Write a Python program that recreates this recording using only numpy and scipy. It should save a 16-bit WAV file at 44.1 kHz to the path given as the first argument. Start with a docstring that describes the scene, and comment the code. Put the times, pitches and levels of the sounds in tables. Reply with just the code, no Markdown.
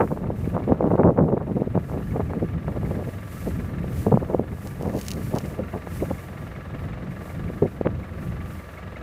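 """Elephant grazing beside an idling diesel

Trunk and feet swish through long grass as filtered noise; stalks snap as impulses ring their modes.
The engine of a standing vehicle layers knock and valve bursts, exhaust boom, drone, panels and whine.
Wind rumbles on the microphone as lumpy noise and breaks into vortex pulses: flurries and single thumps."""
import sys
import numpy as np
from scipy.fft import rfft, irfft, next_fast_len
from scipy.io import wavfile
from scipy.ndimage import uniform_filter1d, minimum_filter1d, map_coordinates

SR = 44100
rng = np.random.default_rng(int(sys.argv[2]) if len(sys.argv) > 2 else 0)


def int16_out(signal):
    """Quantize to a 16-bit WAV file."""
    q = np.round(np.clip(np.atleast_2d(signal).T, -1, 1) * 32767)
    wavfile.write(sys.argv[1], SR, q.astype(np.int16))


N = 398160


def amp(db):
    """Decibels to gain."""
    return 10 ** (np.asarray(db) / 20)


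def unit(x):
    """Scale to rms 1."""
    return x / np.sqrt(np.mean(x ** 2) + 1e-20)


def level(rows):
    """(t/s, level/dB) rows to one gain per sample."""
    return amp(np.interp(np.arange(N) / SR, *np.transpose(rows)))


def wobble(rate):
    """A smooth random curve, rate knots a second."""
    knots = rng.standard_normal(int(N * rate / SR) + 4)
    return map_coordinates(knots, [np.arange(N) * rate / SR])


def filtered(x, response):
    """x times a response of frequency."""
    size = next_fast_len(N + SR // 2)
    return irfft(rfft(x, size) * response(np.fft.rfftfreq(size, 1 / SR)), size)[:N]


def coloured(x, spectrum):
    """x shaped by (f/Hz, level/dB) points on a log axis."""
    hz, db = np.transpose(spectrum)
    return filtered(x, lambda f: amp(np.interp(np.log(f + 1), np.log(hz), db)))


def noise(spectrum):
    """Coloured noise of rms 1."""
    return unit(coloured(rng.standard_normal(N), spectrum))


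def resonance(f, hz, width):
    """Response of one damped mode."""
    return 1j * f * width / (hz * hz - f * f + 1j * f * width)


def modes(f, rows, order):
    """Parallel modes from (f/Hz, width/Hz, level/dB) rows, each resonance raised to the order."""
    return sum(amp(db) * resonance(f, hz, width) ** order for hz, width, db in rows)


def add(track, s, sound):
    """Mix a sound into the track from time s."""
    where = round(s * SR) + np.arange(len(sound))
    inside = (where >= 0) & (where < N)
    track[where[inside]] += sound[inside]


def envelope(start, attack, hold, release):
    """Exponential rise up to the start, a hold, an exponential fall."""
    t = np.arange(N) / SR - start
    return np.exp(np.minimum(0, np.minimum(t / attack, (hold - t) / release)))


def crackle(rate, size_db):
    """Sparse random impulses of very unequal size, about rate a second."""
    hits = rng.random(N) < rate / SR
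    size = amp(size_db * np.clip(rng.standard_normal(N), -2, 2))
    return hits * rng.standard_normal(N) * size


# Strokes of trunk and feet through the grass: hold start t/s, attack/s, hold/s, level/dB
GRASS_STROKES = [(0, .05, 0.14, -58), (.37, .04, 0.12, -59), (0.922, .08, .07, -65.5),
                 (1.567, 0.066, .03, -66), (1.898, .05, .24, -60.5), (2.333, .066, 0.074, -63.5),
                 (2.812, 0.15, 0.55, -57.5), (3.316, 0.11, 0.099, -49), (3.995, 0.12, 0.046, -50),
                 (4.53, .1, .3, -57.5), (4.976, 0.15, 0.4, -50.5), (5.667, .067, .05, -60.5),
                 (5.94, 0.071, 0.16, -52), (6.455, .04, .02, -63.5), (7.11, .01, .16, -59),
                 (7.52, 0.15, .2, -64.5), (8.05, .12, 0.18, -63.5), (8.462, .15, 0.19, -60.5)]
# Colour of the blades' hiss: f/Hz, relative level/dB
BLADE_HISS = [(500, -14), (2000, 4), (3500, -3.5), (5000, -3), (7000, -2), (10000, -1), (14000, 0),
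              (16000, -5.5)]
STROKE_RELEASE_S = 0.22  # blades settle after a stroke
BLADES_DB = -67.5  # hiss when only the wind stirs the blades


def brushing():
    """Blades hiss as they slide past each other, with many small catches grained into the noise."""
    catches = unit(crackle(rate=2500, size_db=9.5))
    swish = unit(coloured(rng.standard_normal(N) + 0.34 * catches, BLADE_HISS))
    strokes = [amp(db) * envelope(s, attack, hold, STROKE_RELEASE_S)
               for s, attack, hold, db in GRASS_STROKES]
    # strokes and the resting hiss add by power
    motion = np.sqrt(amp(BLADES_DB) ** 2 + np.sum(np.square(strokes), axis=0))
    return motion * amp(2.2 * wobble(12)) * swish


# Pull on the tuft while its fibres tear: t/s, relative crackle level/dB
TUFT_PULL = [(4.55, -99), (4.85, -52), (5.0, -44), (5.14, -47), (5.28, -69.5), (5.37, -48), (5.47, -55),
             (5.58, -64.5)]
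# Stalks that snap: t/s, relative break level/dB
STALK_SNAPS = [(4.673, -21), (4.825, -24), (4.991, -19), (5.0133, -14), (5.031, -27), (5.065, -22),
               (5.0838, -7), (5.106, -13), (5.116, -10), (5.136, -20), (5.352, -22.5), (5.362, -22),
               (5.3857, -13), (5.459, -27.5)]
# Ringing modes of a breaking stalk: f/Hz, width/Hz, relative level/dB
STALK_MODES = [(2470, 350, -8.5), (2960, 430, 1), (4000, 610, -2), (4660, 460, 0), (5450, 390, -1),
               (6260, 1100, -2.5), (9050, 4000, -11), (14640, 3000, -10.5)]


def tearing():
    """Pulled fibres crackle and whole stalks snap; each break excites the modes of the stalk."""
    breaks = level(TUFT_PULL) * amp(-8.0) * unit(crackle(rate=250, size_db=-1))
    t = np.arange(SR // 20) / SR
    for s, db in STALK_SNAPS:
        # one sharp break, then the last fibres let go, 60 dB down in 28 ms
        fibres = amp(-22) * amp(-60 * t / .028) * rng.standard_normal(len(t))
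        add(breaks, s, amp(db) * ((t == 0) + fibres))
    return amp(4.0) * filtered(breaks, lambda f: modes(f, STALK_MODES, order=1))


def grass():
    """Sliding blades and breaking stalks sound together as the animal feeds."""
    return brushing() + tearing()


# The four cylinders in firing order: relative knock level/dB, relative valve tick level/dB, valve ring f/Hz
FIRING_ORDER = [(3.5, -9.5, 2100), (4.5, -0.5, 2164), (3.5, -8.5, 2290), (4.5, -5.5, 2000)]
# Colour of the combustion knock: f/Hz, relative level/dB
KNOCK_COLOUR = [(200, -9), (600, 10), (950, -0.5), (1300, 5), (1520, -1.5), (1750, 4.5), (2300, -6),
                (2850, -5.5), (3200, -16.5), (3800, -13.5), (5000, -30.5), (8000, -29), (15000, -54)]
FIRING_HZ, FIRST_FIRING_S = 21.607, .0365


def clatter(firings):
    """Each cylinder in turn ticks a valve at its own pitch, just ahead of its combustion knock."""
    track = np.zeros(N)
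    for k, (knock_db, valve_db, hz) in enumerate(FIRING_ORDER):
        # seconds from this cylinder's nearest firing
        since = ((firings - k + 2) % len(FIRING_ORDER) - 2) / FIRING_HZ
        knock = np.exp(np.minimum(since / 0.003, -since / 0.016))
        early = since + 0.009
        valve = np.exp(np.minimum(early / 0.0014, -early / 0.0091))
        ring = unit(filtered(rng.standard_normal(N), lambda f: resonance(f, hz, width=280) ** 2))
        track += amp(knock_db) * knock * noise(KNOCK_COLOUR)
        track += amp(valve_db) * valve * ring
    return track * amp(wobble(16))  # the strength wanders by about a decibel


# Exhaust boom: multiple of the firing rate, relative level/dB
EXHAUST_BOOM = [(3, 2.5), (4, 3), (8, -4.5)]


def exhaust(firings):
    """Pressure pulses in the exhaust leave steady harmonics of the firing rate that waver in level."""
    boom = np.zeros(N)
    for order, db in EXHAUST_BOOM:
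        phase = 2 * np.pi * (round(order) * firings + rng.random())
        boom += amp(db + 1.7 * wobble(8.2)) * np.sin(phase)
    return boom


# Panels of the vehicle: f/Hz, width/Hz, relative level/dB
BODY_PANELS = [(508, 85, 5.5), (627, 94, 4), (1204, 186, -3), (1297, 110, -4), (1675, 39, 3),
               (1860, 77, -13)]


def panels():
    """Body panels sing in narrow bands, as noise through damped modes."""
    return unit(filtered(rng.standard_normal(N), lambda f: modes(f, BODY_PANELS, order=2)))


def whine():
    """A thin tone whose pitch and level waver."""
    pitch = 1169 + 5 * wobble(25)
    return np.sin(2 * np.pi * np.cumsum(pitch) / SR) * amp(0.96 * wobble(11.0))


# Rise and dip of the whole engine: t/s, level/dB
ENGINE_LEVEL = [(0, -53), (.6, -46.5), (1.2, -54.5), (1.9, -47.5), (3.0, -45.5), (3.85, -45), (4.45, -48.5),
                (5.5, -44.5), (7.45, -44), (7.75, -47), (8.2, -44.5), (9.03, -44)]
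# Colour of the engine block's drone: f/Hz, relative level/dB
BLOCK_DRONE = [(30, -22), (85, 13), (200, -12), (350, 2), (600, -9.5), (850, -5), (1250, -6.5),
               (1550, -6.5), (2100, -9.5), (3000, -17.5), (5000, -25), (15000, -46.5)]


def engine():
    """Firings knock the block, over exhaust boom, a noisy drone, singing panels and a whine."""
    firings = (np.arange(N) / SR - FIRST_FIRING_S) * FIRING_HZ
    drone = amp(-3.5) * noise(BLOCK_DRONE)
    mix = clatter(firings) + exhaust(firings) + drone + amp(-6.5) * panels() + amp(-9.0) * whine()
    return level(ENGINE_LEVEL) * mix


EDDY_SKEW = 1.19  # scatter in how lopsided the pressure pulses are [radians]


def eddy(hz, steep):
    """The pressure pulse of one passing vortex, centred; a higher steep gives more swings."""
    t = np.arange(-SR // 50, SR // 50) / SR
    core = (2 * steep - 1) / (2 * 2 * np.pi * hz)  # passing time that puts the mean energy at hz
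    skew = np.exp(1j * EDDY_SKEW * rng.standard_normal())
    return np.real(skew * (1 - 1j * t / core) ** -steep)


def add_eddy(track, s, db, hz, steep):
    """Mix one vortex pulse into the track, centred on time s."""
    pulse = amp(db) * eddy(hz, steep)
    add(track, s - len(pulse) / 2 / SR, pulse)


def eddies(times, levels_db, hz, size_db, spread, steep):
    """A train of vortices that scatter in size and pitch; the quicker ones are weaker."""
    train = np.zeros(N)
    size, quick = np.clip(rng.standard_normal((2, len(times))), -1.6, 1.6)
    levels = levels_db + size_db * size - 1.0 * quick
    pitches = hz * np.exp(spread * quick)
    for s, db, pitch in zip(times, levels, pitches):
        add_eddy(train, s, db, pitch, steep)
    return train


def single_eddies(rows):
    """Lone vortices from (t/s, level/dB, f/Hz) rows, each a short pressure thump."""
    track = np.zeros(N)
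    for s, db, hz in rows:
        add_eddy(track, s, db, hz, steep=4.3)
    return track


# Strong eddies that stand out: t/s, level before the port/dB, f/Hz
STRONG_EDDIES = [(0.0764, -23, 1038.0), (0.1745, -18.5, 700), (0.3042, -11, 474), (0.4769, -12, 252),
                 (0.5674, -8, 612.0), (0.5788, -12.5, 680), (0.678, -16, 520.0), (0.7214, -7, 661.0),
                 (0.8086, -5.6, 557), (0.8272, -10, 471.0), (0.8423, -10, 604.0), (0.8591, -10, 378.0),
                 (0.8759, -9.1, 353.0), (0.9551, -5.5, 464.0), (1.0079, -10, 614.0), (1.0346, -9.9, 900),
                 (1.0955, -7, 500.0), (1.1763, -17.5, 904.0), (1.1913, -10, 812.0), (1.3247, -20.6, 772.0),
                 (1.4214, -20, 569.0), (1.6206, -8, 400.0), (1.7766, -8, 505), (1.8984, -23, 831.0),
                 (1.917, -21, 626.0), (1.9756, -19, 577.0), (2.1626, -13.5, 588.0), (2.1977, -13, 571.0),
                 (2.2054, -15, 704), (2.3354, -16, 823.0), (2.4279, -8.7, 362.0), (2.682, -17, 850),
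                 (2.8324, -20.5, 592.0), (3.0263, -20, 465.0), (3.8436, -18, 490), (4.0669, -11, 569.0),
                 (4.1418, -10, 560.0), (4.146, -8.0, 170.0), (4.1742, -5, 580), (4.3478, -2.7, 463),
                 (4.3962, -6, 423), (4.8117, -17.5, 457.0), (4.8329, -18, 501.0), (5.3409, -8.5, 480.0),
                 (5.8729, -18.2, 640), (6.028, -10.5, 415), (7.5019, -18.5, 381.0), (7.8127, -8, 409.0),
                 (7.8567, -18, 578.0), (7.8721, -13.5, 1100), (7.8911, -23, 523.0)]


def thumps():
    """Strong single vortices strike the microphone."""
    return single_eddies(STRONG_EDDIES)


EDGE_DB, EDGE_CURVE = 9.5, 1.4  # drop from the crest to either end of a flurry; roundness of the crest
EDDIES_PER_CYCLE, SHED_JITTER = .58, 0.17  # eddies per cycle of their pitch; scatter as share of spacing


def shed(s, swell, fade, db, hz, glide):
    """Vortices shed at a loose rate swell to a crest and die away; their pitch glides with the air speed."""
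    place = np.arange(-22, 27)
    jitter = SHED_JITTER * rng.standard_normal(len(place)) * (place != 0)  # the crest stays on time
    t = (place + jitter) / (EDDIES_PER_CYCLE * hz)
    shape_db = -EDGE_DB * np.maximum(-t / swell, t / fade) ** EDGE_CURVE
    pitch = hz * 2 ** (glide * np.clip(t / (swell + fade), -.7, .7))
    heard = shape_db > -40
    train = eddies(s + t[heard], shape_db[heard], pitch[heard], size_db=3.0, spread=0.21, steep=4.2)
    rms = np.sqrt(train @ train / ((swell + fade) * SR) + 1e-20)
    return amp(db) * train / rms


# Flurries of eddies, levels before the port: crest t/s, swell/s, fade/s, level/dB, f/Hz,
# glide/octaves per swell plus fade, deep core level/dB
EDDY_FLURRIES = [(0.008, 0.012, 0.023, -17, 685, -0.072, -26.0),
                 (0.117, 0.0062, 0.0163, -24.5, 510, -0.77, -30.0),
                 (0.55, 0.007, 0.0288, -29, 501, 0.05, -26),
                 (0.698, 0.024, 0.0297, -22.6, 467.7, 0.9, -25.2),
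                 (0.725, 0.014, 0.0102, -18.5, 383, -0.36, -21.5),
                 (0.858, 0.041, 0.0206, -23.5, 468, 0.56, -27),
                 (0.916, 0.0091, 0.0087, -19.5, 541, -0.31, -33),
                 (0.94, 0.016, 0.015, -20, 492, 0.48, -23.0),
                 (0.994, 0.0102, 0.0289, -15.5, 483, -0.32, -27),
                 (1.047, 0.0088, 0.03, -15.5, 449, 0.13, -18),
                 (1.09, 0.0318, 0.0281, -19, 469, -0.59, -19.8),
                 (1.189, 0.017, 0.0345, -18.4, 432.4, 0.3, -24),
                 (1.238, 0.035, 0.0373, -21, 326.6, 0.57, -24.5),
                 (1.291, 0.015, 0.0185, -24, 427, -0.51, -36),
                 (1.337, 0.0208, 0.012, -19.1, 388, 0.039, -27),
                 (1.374, 0.0072, 0.0085, -21.5, 480.0, -0.14, -25),
                 (1.414, 0.0087, 0.0099, -30.5, 520, -0.74, -30),
                 (1.469, 0.0027, 0.0524, -33.5, 498, 0.25, -33.5),
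                 (1.517, 0.012, 0.011, -27.5, 294.0, 0.079, -31),
                 (1.571, 0.017, 0.011, -23.5, 368, 0.77, -28), (1.61, 0.024, 0.0083, -28, 364.0, 0.44, -35),
                 (1.677, 0.015, 0.0033, -24, 278.0, -0.21, -30.4),
                 (1.755, 0.0086, 0.0249, -25.5, 476, 0.47, -22.5),
                 (1.935, 0.0034, 0.061, -32.5, 398, 0.15, -33),
                 (2.165, 0.0264, 0.014, -28, 449, -0.05, -32),
                 (2.198, 0.0048, 0.0192, -25.5, 471.0, 0.03, -38),
                 (2.299, 0.0053, 0.035, -33.5, 472.0, -0.25, -33.5),
                 (2.377, 0.034, 0.0097, -28.5, 327, 0.0036, -38),
                 (2.427, 0.0086, 0.0194, -22.5, 317, -0.61, -31),
                 (2.681, 0.0041, 0.0397, -32, 455.0, 0.18, -37.9),
                 (2.773, 0.0162, 0.0071, -27.5, 430, -0.28, -31),
                 (2.911, 0.005, 0.0098, -26.5, 378, 0.47, -30.7),
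                 (2.99, 0.034, 0.0283, -32.5, 440.6, -0.03, -35),
                 (3.084, 0.019, 0.01, -32, 408, 0.26, -36.5),
                 (3.478, 0.012, 0.014, -25.5, 384, -0.63, -32.5),
                 (4.071, 0.0057, 0.025, -20, 412, -0.9, -28),
                 (4.121, 0.0029, 0.013, -15.5, 480.0, -0.38, -25.0),
                 (4.142, 0.0126, 0.0231, -26, 385, -0.31, -21.5),
                 (4.232, 0.0219, 0.0064, -28, 454, -0.14, -40),
                 (4.307, 0.0113, 0.015, -27, 461, 0.25, -35.0),
                 (4.338, 0.0068, 0.012, -27, 445, -0.26, -32),
                 (4.415, 0.032, 0.014, -31.3, 341, -0.22, -31), (4.865, 0.028, 0.044, -30, 488, -0.72, -31),
                 (4.949, 0.013, 0.0138, -25.5, 481, -0.38, -29),
                 (4.973, 0.0071, 0.016, -27, 432.6, 0.091, -34.8),
                 (5.176, 0.032, 0.045, -33.5, 308.6, 0.3, -36.5),
                 (5.345, 0.02, 0.01, -25.5, 413, -0.23, -24.5),
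                 (5.372, 0.019, 0.0128, -27.5, 505, 0.083, -41),
                 (5.441, 0.007, 0.045, -35.8, 343.0, 0.54, -31),
                 (5.593, 0.0153, 0.0348, -30, 389.0, -0.12, -33),
                 (5.741, 0.005, 0.0288, -29.5, 487, -0.14, -31),
                 (6.03, 0.011, 0.0092, -23, 355, 0.39, -27.5),
                 (6.113, 0.0054, 0.0075, -23.5, 486, -0.58, -26.5),
                 (7.626, 0.0052, 0.017, -19, 403, -0.2, -22),
                 (7.657, 0.0059, 0.0076, -22.5, 390, 0.17, -27.5),
                 (7.865, 0.0099, 0.0094, -19, 502, -0.04, -23)]
CORE_HZ = 149.3  # pitch of the slow vortices at the core of a flurry


def flurries():
    """Each flurry is a train of quick vortices riding on a deep core of slow ones."""
    track = np.zeros(N)
    for s, swell, fade, db, hz, glide, core_db in EDDY_FLURRIES:
        track += shed(s, swell, fade, db, hz, glide)
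        track += shed(s, swell, fade, core_db, CORE_HZ, 0)
    return track


# Buffets with a hollow, briefly ringing body: start t/s, peak level before the port/dB, f/Hz
HOLLOW_BUFFETS = [(1.327, -15, 393), (2.423, -17, 340), (4.343, -18, 498), (5.592, -22.5, 520),
                  (6.025, -19.5, 548), (7.621, -10, 419)]
HOLLOW_RISE_S = 0.0044  # time to the peak; the ring fades on the same time scale


def hollows():
    """Some buffets ring at one pitch for a few cycles."""
    track = np.zeros(N)
    t = np.arange(SR // 20) / SR
    swell = t / HOLLOW_RISE_S * np.exp(1 - t / HOLLOW_RISE_S)
    for s, db, hz in HOLLOW_BUFFETS:
        add(track, s, amp(db) * swell * np.sin(2 * np.pi * hz * t))
    return track


# Fine turbulence between the flurries: t/s, level before the port/dB
FLUTTER_LEVEL = [(0, -33), (.25, -36), (.75, -33.5), (1.31, -35.5), (1.68, -38), (2.74, -43), (2.89, -35),
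                 (3.12, -47), (3.34, -51), (3.6, -42), (4.27, -39.5), (4.5, -41), (5.5, -42.5), (6.4, -45),
                 (8, -42), (9.03, -57)]
STRAY_PER_S, STRAY_HZ = 5.3, 560  # rate and middle pitch of small stray eddies
STRAY_DB, STRAY_SCATTER_DB = 9.5, 9.5  # their level over the flutter, and its spread either way


def flutter():
    """Weak vortices cross the port all the time, a few of them standing out."""
    count = 2700
    crossings = (np.arange(count) + rng.random(count)) / count * N / SR
    dense = eddies(crossings, 0, hz=322, size_db=3.0, spread=0.4, steep=2.2)
    dense = unit(dense * amp(4.9 * wobble(30)))
    draws = rng.random((int(STRAY_PER_S * N / SR), 3))
    strays = single_eddies([(when * N / SR,
                             STRAY_DB + STRAY_SCATTER_DB * (2 * size - 1),
                             STRAY_HZ * 2 ** (quick - .5)) for when, size, quick in draws])
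    return level(FLUTTER_LEVEL) * (dense + strays)


# Soft gusts on the microphone: t/s, rumble level/dB
GUSTS = [(0.0, -29), (0.17, -33), (0.27, -29.5), (0.45, -29), (0.6, -30.3), (0.78, -33), (1.1, -35),
         (1.43, -35.5), (1.7, -32.5), (1.87, -32.8), (2.12, -25.5), (2.3, -29.2), (2.48, -30), (2.6, -29.1),
         (2.88, -27.5), (3.05, -30.5), (3.17, -35.2), (3.36, -35.0), (3.52, -26), (3.66, -27),
         (3.78, -28.5), (3.98, -26), (4.28, -33), (4.42, -34.5), (4.52, -35), (4.72, -32.6), (5.05, -36),
         (5.2, -33), (5.28, -30), (5.45, -37), (5.66, -36), (5.82, -40.5), (5.98, -29.6), (6.22, -37),
         (6.5, -37), (6.72, -37), (6.85, -29.5), (6.98, -36), (7.1, -27.5), (7.24, -39), (7.44, -30),
         (7.74, -37), (7.95, -29), (8.08, -40.5), (8.24, -30), (8.5, -35.5), (8.72, -45), (9.03, -34.5)]
# Colour of the rumble: f/Hz, relative level/dB
RUMBLE_COLOUR = [(20, -37.5), (32, -11), (45, -7.5), (65, -2.5), (90, 1), (130, -1.5), (175, -1.5),
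                 (240, -10), (340, -15.5), (600, -31), (1500, -78.5)]
# Response of the microphone port to buffets: f/Hz, gain level/dB
PORT_RESPONSE = [(20, -44.5), (60, -3), (120, 2), (200, 3), (280, -1), (440, -1.5), (700, -2), (1200, -1),
                 (2000, 1), (4000, 13), (8000, -9)]
# brief ring of the cavity behind the microphone port
CAVITY_HZ, CAVITY_WIDTH_HZ, CAVITY_DB = 480, 120, -8.5


def wind():
    """A lumpy rumble that swells with every gust, under the vortices that cross the port and ring its cavity."""
    lumps = rng.standard_normal(N) * amp(1.84 * wobble(25))
    rumble = level(GUSTS) * unit(coloured(lumps, RUMBLE_COLOUR))
    ease_in = np.sin(np.pi / 2 * np.minimum(1, np.arange(N) / SR / .003)) ** 2  # over 3 ms
    vortices = thumps() + flurries() + hollows() + flutter()
    buffets = coloured(ease_in * vortices, PORT_RESPONSE)
    return rumble + filtered(buffets, lambda f: 1 + amp(CAVITY_DB) * resonance(f, CAVITY_HZ, CAVITY_WIDTH_HZ))


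def scene():
    """Grass, engine and wind at one microphone."""
    return (grass() + engine() + wind())[None]


TOP_HZ = 15600  # nothing passes above this


def record(dry):
    """A fast limiter holds down the strongest buffets, then a sharp low-pass sets the band limit."""
    ceiling = .7
    # the gain drops ahead of each peak and glides back, within some 5 ms
    needed = minimum_filter1d(np.minimum(1, ceiling / (np.abs(dry[0]) + 1e-9)), size=221)
    gain = uniform_filter1d(uniform_filter1d(needed, size=110), size=110)
    return filtered(dry[0] * gain, lambda f: f < TOP_HZ)[None]


dry = scene()
out = record(dry)
int16_out(out)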